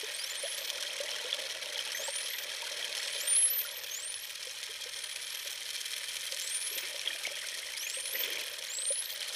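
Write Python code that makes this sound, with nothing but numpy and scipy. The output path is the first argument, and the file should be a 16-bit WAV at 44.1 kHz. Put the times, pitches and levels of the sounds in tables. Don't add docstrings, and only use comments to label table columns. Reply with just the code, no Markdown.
import sys
import numpy as np
from scipy import signal
from scipy.fft import rfft, irfft
from scipy.io import wavfile
from scipy.ndimage import uniform_filter1d

SR = 44100
rng = np.random.default_rng(int(sys.argv[2]) if len(sys.argv) > 2 else 0)


def file_out(sig):
    cols = np.atleast_2d(sig).T
    lim = np.clip(cols, -1, 1)
    pcm = np.round(lim * 32767).astype(np.int16)
    wavfile.write(sys.argv[1], SR, pcm)


N = 412335
T = np.arange(N) / SR

# time_s, level_db
CHURN_CURVE = [(0.0, -57), (0.26, -58.5), (1.2, -49), (1.48, -53), (3.25, -54), (4.17, -63), (6.74, -67),
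               (6.9, -57.5), (8.02, -61.5), (8.28, -52), (8.98, -63.5), (9.35, -54.5)]


def whistles(sweep_db=1.2, note_db=0):
    # time_s, pitch_hz, level_db
    sweep_points = [
        [(.128, 4100, -60), (.15, 4250, -53), (.192, 4700, -57), (.198, 4780, -43), (.235, 5250, -51),
         (.248, 5550, -42), (.285, 6450, -52)],
        [(1.935, 6050, -49), (2.0, 6400, -45), (2.06, 7800, -46), (2.075, 8400, -45), (2.155, 9050, -47),
         (2.165, 9450, -38), (2.25, 10500, -49), (2.42, 13900, -49), (2.45, 15200, -57)],
        [(2.98, 7150, -54), (3.1, 8700, -55), (3.13, 9900, -48), (3.21, 11200, -47), (3.325, 14700, -57)],
        [(3.19, 6450, -52), (3.272, 8780, -44), (3.277, 9000, -34), (3.33, 9280, -28), (3.349, 9390, -33),
         (3.351, 10380, -29), (3.378, 10620, -26), (3.412, 10650, -29), (3.45, 10600, -25), (3.499, 10590, -39),
         (3.502, 11980, -32), (3.577, 12120, -34), (3.58, 12830, -32), (3.607, 13160, -32), (3.625, 13520, -45),
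         (3.65, 14050, -44), (3.665, 15000, -56)],
        [(3.555, 8750, -52), (3.66, 10150, -52), (3.75, 11900, -52), (3.91, 15200, -57)],
        [(3.9, 6250, -44), (3.94, 6550, -45), (4.0, 7400, -49), (4.06, 8750, -38), (4.1, 9350, -47),
         (4.21, 11300, -53), (4.34, 15200, -62)],
        [(4.91, 8850, -57), (5.04, 9400, -52), (5.18, 10250, -56), (5.26, 11000, -53), (5.4, 11800, -54),
         (5.58, 14900, -60)],
        [(6.39, 6700, -53), (6.5, 8400, -46), (6.56, 9150, -36), (6.62, 9950, -45), (6.67, 10800, -38),
         (6.73, 11650, -51), (6.76, 12450, -40), (6.805, 14750, -51), (6.84, 15400, -49)],
        [(8.68, 6550, -54), (8.72, 7300, -44), (8.76, 7750, -38), (8.84, 8550, -45), (8.88, 8980, -34),
         (8.92, 9400, -35), (8.96, 9930, -42), (8.995, 10450, -37), (9.04, 11350, -49), (9.08, 12750, -45),
         (9.165, 15400, -57)],
        [(8.765, 7450, -44), (8.82, 8190, -43), (8.855, 8750, -46), (8.905, 9730, -38), (8.96, 10330, -44),
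         (9.0, 10760, -39), (9.03, 11250, -47)],
    ]
    # start_s, length_s, pitch_hz, climb_hz, level_db
    stair_notes = [(.305, .027, 7170, 0, -42), (.37, .055, 8800, 250, -44), (.425, .051, 10110, 0, -44),
                   (.476, .098, 10660, 230, -43), (.574, .06, 12700, 440, -47),
                   (.634, .106, 13760, 400, -53), (7.767, .021, 4650, 750, -43),
                   (7.795, .075, 5550, 1050, -44), (7.87, .067, 6900, 950, -46),
                   (7.937, .1, 8250, 1000, -40), (8.038, .088, 9750, 1300, -42),
                   (8.126, .064, 11650, 800, -40), (8.19, .035, 13150, 800, -33),
                   (8.225, .027, 14200, 1050, -43)]
    out = np.zeros(N)
    for points in sweep_points:
        s, sound = sweep(points)
        add(out, s, amp(sweep_db) * sound)
    for s, *row in stair_notes:
        add(out, s, amp(note_db) * note(*row))
    return scatter(out, wet_db=-15, t60_s=0.043)


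def sweep(points):
    s, hz, db = np.transpose(points)
    t = np.arange(s[0], s[-1], 1 / SR)
    return s[0], tone(np.interp(t, s, hz), np.interp(t, s, db), edge_s=0.0076)


def note(length_s, pitch_hz, climb_hz, db, scoop_hz=200, scoop_s=0.0102, fade_db=9, edge_s=0.00089):
    t = np.arange(0, length_s + edge_s, 1 / SR)
    hz = pitch_hz + climb_hz * t / length_s - scoop_hz * np.exp(-t / scoop_s)
    return tone(hz, db - fade_db * (t / length_s) ** 5, edge_s)


def tone(hz, db, edge_s, waver_hz=15, waver_s=.006, steady_db=-30, flutter_per_db=.24):
    # pitch_hz, level_db
    overtone_curve = [(4200, 10), (4700, -2), (6300, -7), (7500, -15), (8000, -70)]
    t = np.arange(len(hz)) / SR
    ends = np.clip(np.minimum(t, t[-1] - t) / edge_s, 0, 1)
    chances = rng.standard_normal((2, 200))
    waver, fading = (np.interp(t, np.arange(len(c)) * waver_s, c) for c in chances)
    flutter_db = flutter_per_db * np.maximum(steady_db - db, 0)
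    wavering_hz = hz + waver_hz * (1 + flutter_db) * waver
    phase = 2 * np.pi * np.cumsum(wavering_hz) / SR
    overtone = amp(np.interp(hz, *np.transpose(overtone_curve))) * np.sin(2 * phase)
    level = np.sqrt(2) * amp(db + flutter_db * fading)
    return level * ends * (np.sin(phase) + overtone)


def clicks(snap_db=10.0, sonar_db=0.0, snap_s=0.00065, far_db=-24, far_spread_db=9, count=70):
    # start_s, level_db
    near = [(0.7017, -19), (.826, -20.5), (1.9193, -20.5), (2.8503, -22), (2.951, -20), (2.978, -22),
            (3.0304, -23), (4.63, -24), (4.8404, -23), (5.161, -22), (5.3485, -25), (5.814, -23),
            (6.168, -23), (6.209, -26), (6.323, -20.5), (6.783, -22), (6.9945, -24), (7.2674, -23),
            (7.899, -24)]
    # first_s, last_s, fastest_s, shortest_gap_s, level_db
    trains = [(.025, .6, .21, 0.025, -29), (8.127, 8.57, 8.33, .0268, -19)]
    # freq_hz, level_db
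    snap_spectrum = [(300, -22), (1500, -11), (4000, 6.5), (7000, -1.5), (11000, -7.5), (15500, -28)]
    sonar_spectrum = [(500, -26), (2000, 7), (7000, -12), (11000, -1), (14500, 5), (16000, -19)]
    snaps, sonar = np.zeros(N), np.zeros(N)
    t = np.arange(SR // 100) / SR
    far = [(when * N / SR, far_db - far_spread_db * distance) for when, distance in rng.random((count, 2))]
    for s, db in near + far:
        burst = rng.standard_normal(len(t)) * np.exp(-t / snap_s)
        add(snaps, s, amp(db + snap_db) * burst / np.linalg.norm(burst))
    for train in trains:
        for s, db in sonar_train(*train):
            add(sonar, s, amp([db + sonar_db]))
    dry_clicks = colour(snaps, snap_spectrum) + colour(sonar, sonar_spectrum)
    return scatter(dry_clicks, wet_db=-6, t60_s=0.057)


def sonar_train(first_s, last_s, fastest_s, gap_s, db, slowing=.15, fall_db=9, fall_s=0.3, uneven_db=3.0):
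    rows, s = [], first_s
    for chance in rng.standard_normal(60):
        if s <= last_s:
            fall = min(((s - fastest_s) / fall_s) ** 2, 1)
            rows.append((s, db - fall_db * fall + uneven_db * chance))
            s += gap_s + slowing * (s - fastest_s) ** 2
    return rows


def knocks(level_db=-28.5, pitch_hz=4050, t60_s=.0035, uneven_db=1.5, pitch_spread=.06):
    # first_s, last_s, gap_s
    knock_times = (8.6505, 9.31, .034)
    out, times = np.zeros(N), np.arange(*knock_times)
    for s, (strength, detune) in zip(times, rng.standard_normal((len(times), 2))):
        knock = bubble(pitch_hz * (1 + pitch_spread * detune), t60_s, rise=0, onset=0.078)
        add(out, s, amp(level_db + uneven_db * strength) * knock)
    return scatter(out, wet_db=-9, t60_s=0.033)


def propellers(level_db=4.0, cavities_per_s=3500, cavity_spread_db=3.5, smooth_db=-3, uneven_db=3.0,
               patchy_db=2.0, most_db=8, burst_hz=2300, treble_hz=7500):
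    # first_crest_s, beat_hz
    beats = [(.0166, 39.18), (.0099, 17.255), (.003, 25.97)]
    beat_depths_db = [3, 2, 1.33]
    # time_s, level_db
    thrust_curve = [(0.0, -45.5), (2.68, -45), (3.07, -43), (3.93, -49.5), (5.26, -46.5), (5.86, -46),
                    (6.33, -45), (7.52, -47.5), (8.49, -47), (8.8, -51), (9.35, -45.5)]
    # freq_hz, level_db
    hiss_spectrum = [(100, -38.5), (400, -13), (750, -17.5), (1200, -7), (1900, 2), (2800, -3.5),
                     (3700, 4.5), (5000, -0.5), (6500, -9.5), (7300, -5), (10000, -7.5), (11700, -14.5),
                     (14500, -22.5), (15500, -27)]
    throb_db = uneven_db * drift(200)
    for (s, hz), depth_db in zip(beats, beat_depths_db):
        throb_db = throb_db + depth_db * np.cos(2 * np.pi * hz * (T - s))
    throb_db = most_db * np.tanh(throb_db / most_db)
    smooth = amp(smooth_db) * rng.standard_normal(N)
    cavities = evened(crackle(cavities_per_s, cavity_spread_db) + smooth)
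    steady_hiss = colour(cavities * amp(follow(thrust_curve)), hiss_spectrum)
    hz, t, z = signal.stft(steady_hiss, SR, nperseg=128)
    hz = hz[:, None] + 1
    z = z * amp(np.interp(t, T, throb_db) / (1 + (burst_hz / hz) ** 2))
    z = z * amp(np.interp(t, T, treble_db())) ** (1 / (1 + (treble_hz / hz) ** 6))
    patches = uniform_filter1d(rng.standard_normal(z.shape), size=7, axis=0)
    patches = uniform_filter1d(patches, size=4, axis=1)
    hiss = signal.istft(z * amp(patchy_db * evened(patches)), SR)[1][:N]
    return amp(level_db) * surface_echo(hiss)


def treble_db(absorb=0.21, usual_db=0.9, turn_db=1.6, turn_s=5.7, turning_s=0.58):
    return usual_db - absorb * churn_db() + turn_db * np.tanh((T - turn_s) / turning_s)


def surface_echo(x, delay_s=.0033, sway_s=0.00019, strength=0.26):
    return x - strength * np.interp(T - delay_s - sway_s * drift(0.3), T, x, left=0)


def near_bubbles(ping_db=-1, gulp_db=0, cycles=55, gulp_cycles=27):
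    # start_s, level_db, pitch_hz
    ping_rows = [(1.329, -16.5, 3400), (1.758, -25, 3330), (1.791, -22, 3110), (1.948, -26, 1920),
                 (2.347, -28.5, 1930), (2.625, -40, 930), (2.668, -36, 1510), (2.827, -27, 3230),
                 (3.65, -36.5, 1400), (7.06, -28, 3420), (7.075, -18.5, 3250), (7.104, -30, 1820),
                 (7.131, -27, 2400), (7.1307, -28, 3240), (7.252, -23.5, 2230), (7.441, -35.5, 1530),
                 (7.8678, -27, 2450), (8.154, -26, 1990), (8.236, -20, 3390), (8.372, -26, 2300),
                 (9.2174, -28, 3080)]
    # start_s, level_db, pitch_hz
    gulp_rows = [(0.031, -38, 415), (.435, -32, 540), (0.451, -36, 630), (1.002, -30, 540),
                 (1.246, -36.5, 480), (1.767, -44, 840), (1.865, -44, 850), (2.08, -36, 865),
                 (2.083, -34, 540), (4.468, -44, 490), (4.691, -48, 425), (4.859, -43.5, 480),
                 (5.457, -44, 550), (6.324, -41.5, 525), (6.71, -49, 400), (6.765, -44, 520),
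                 (6.83, -50, 360), (6.942, -43, 510), (7.15, -45, 638), (7.314, -43, 562),
                 (7.97, -41.5, 530), (8.904, -31, 535)]
    pings, gulps = np.zeros(N), np.zeros(N)
    for s, db, hz in ping_rows:
        add(pings, s, amp(db + ping_db) * bubble(hz, cycles / hz, rise=0.022, onset=0.019))
    for s, db, hz in gulp_rows:
        add(gulps, s, amp(db + gulp_db) * bubble(hz, gulp_cycles / hz, rise=0.09, onset=0.12))
    return scatter(pings, wet_db=-10.5, t60_s=0.072) + gulps


def splashes(bubbles_per_s=70, ping_db=-34, low_hz=1800, high_hz=3600, spread_db=10, t60_s=0.018,
             gurgles_per_s=100, gurgle_db=-7.5, gurgle_hz=300):
    # start_s, length_s, wash_db
    splash_rows = [(6.71, .19, -47), (7.054, 0.094, -50), (7.243, .1, -51), (7.34, .7, -59),
                   (8.12, .23, -40.5), (8.308, .14, -43.5)]
    # freq_hz, level_db
    wash_spectrum = [(90, -26), (200, -6.5), (400, -4), (600, -19), (1000, -4.5), (2200, 6), (5000, -0.5),
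                     (14000, -28)]
    swell, pings = np.zeros(N), np.zeros(N)
    for s, length_s, wash_db in splash_rows:
        add(swell, s, amp(wash_db) * signal.windows.tukey(int(length_s * SR), .5))
        for when, size, distance in rng.random((int(length_s * bubbles_per_s), 3)):
            ping = bubble(low_hz * (high_hz / low_hz) ** size, t60_s, rise=0.016, onset=0.067)
            add(pings, s + when * length_s, amp(ping_db - spread_db * distance) * ping)
        for when, size, distance in rng.random((int(length_s * gurgles_per_s), 3)):
            gurgle = bubble(gurgle_hz * 2 ** size, t60_s=0.06, rise=0.16, onset=0.092)
            add(pings, s + when * length_s, amp(wash_db + gurgle_db - spread_db * distance) * gurgle)
    return pings + colour(swell * crackle(per_s=1300, spread_db=3), wash_spectrum)


def bump():
    # start_s, level_db, pitch_hz, t60_s
    bump_row = (7.274, -34, 644, 0.012)
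    out, (s, db, hz, t60_s) = np.zeros(N), bump_row
    add(out, s, amp(db) * bubble(hz, t60_s, rise=0, onset=0.12))
    return out


def fizz(level_db=-50, stir=0.65, spread_db=2.0, cycles=36, count=4000):
    # pitch_hz, level_db
    fizz_curve = [(800, -13.5), (1250, -13), (1850, 0.5), (2400, -1), (2850, 3), (3250, 9), (4200, -20),
                  (6500, -12)]
    out = np.zeros(N)
    pitches_hz, strengths_db = np.transpose(fizz_curve)
    for when, size, chance in rng.random((count, 3)):
        hz = pitches_hz[0] * (pitches_hz[-1] / pitches_hz[0]) ** size
        db = np.interp(hz, pitches_hz, strengths_db) + spread_db * min(-np.log(chance), 4)
        add(out, when * N / SR, amp(db) * bubble(hz, cycles / hz, rise=0.014, onset=0.075))
    return amp(level_db + stir * churn_db()) * evened(out)


def slosh(level_db=1.3, lumpy_db=3.0, rumble_db=-76):
    # freq_hz, level_db
    lap_spectrum = [(100, -29), (280, -10), (420, -2), (600, 2), (750, -5.5), (1100, -8.5), (2500, -29)]
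    rumble_spectrum = [(20, -17), (50, -7), (88, 1.5), (115, -2.5), (200, -8), (2000, -46)]
    laps = evened(rng.standard_normal(N) * amp(lumpy_db * drift(24.0)))
    lapping = colour(laps * amp(follow(CHURN_CURVE)), lap_spectrum)
    rumble = colour(rng.standard_normal(N), rumble_spectrum)
    return amp(level_db) * lapping + amp(rumble_db) * rumble


def churn_db(usual_db=-58.5):
    return follow(CHURN_CURVE) - usual_db


def bubble(hz, t60_s, rise, onset):
    t = np.arange(0, t60_s, 1 / SR)
    ring = amp(-60 * t / t60_s) * (1 - np.exp(-t / (onset * t60_s)))
    return ring / ring.max() * np.sin(2 * np.pi * hz * t * (1 + rise * t / t60_s))


def crackle(per_s, spread_db):
    size = amp(spread_db * np.minimum(rng.exponential(1, N), 4)) * rng.choice([-1, 1], N)
    return evened(size * (rng.random(N) < per_s / SR))


def scatter(x, wet_db, t60_s):
    t = np.arange(0, t60_s, 1 / SR)
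    sparse = rng.random(len(t)) < .05
    taps = rng.standard_normal(len(t)) * sparse * amp(-60 * t / t60_s)
    return x + amp(wet_db) * signal.oaconvolve(x, taps / np.linalg.norm(taps))[:N]


def colour(x, spectrum, size=4096):
    # centre_hz, width_hz, lift_db
    housing = [(555.5, 193, 10.5), (925, 196, 5.5), (1830, 520, 3), (2440, 480, 7.5), (3176, 475, 10),
               (4207, 410, 4), (5478, 610, 8), (6295, 780, 9), (8980, 1360, 4), (10880, 790, 10.5),
               (12620, 580, 7), (13260, 800, 9)]
    hz = np.fft.rfftfreq(size, 1 / SR)
    f, db = np.transpose(spectrum)
    db = np.interp(np.log(hz + 1), np.log(f), db)
    db = db + sum(lift / (1 + (2 * (hz - centre) / width) ** 4) for centre, width, lift in housing)
    log_gain = np.log(amp(np.r_[db, db[-2:0:-1]]))
    ring = np.fft.ifft(np.exp(signal.hilbert(log_gain).conj())).real[:size // 2]
    return signal.oaconvolve(x, ring / np.linalg.norm(ring))[:len(x)]


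def drift(rate_hz):
    rolloff = np.exp(-(np.fft.rfftfreq(N, 1 / SR) / rate_hz) ** 2)
    return evened(irfft(rfft(rng.standard_normal(N)) * rolloff, N))


def follow(curve):
    return np.interp(T, *np.transpose(curve))


def amp(db):
    return 10 ** (np.asarray(db) / 20)


def evened(x):
    return x / np.sqrt(np.mean(x ** 2) + 1e-20)


def add(mix, s, sound):
    part = mix[max(round(s * SR), 0):][:len(sound)]
    part += sound[:len(part)]


def scene():
    dolphins = whistles() + clicks() + knocks()
    water = near_bubbles() + splashes() + bump() + fizz() + slosh()
    return (dolphins + propellers() + water)[None]


def record(dry):
    edge_hz = 15500
    taps = signal.firwin(301, edge_hz, window=("kaiser", 9), fs=SR)
    return signal.oaconvolve(dry, taps[None], "same")


dry = scene()
out = record(dry)
file_out(out)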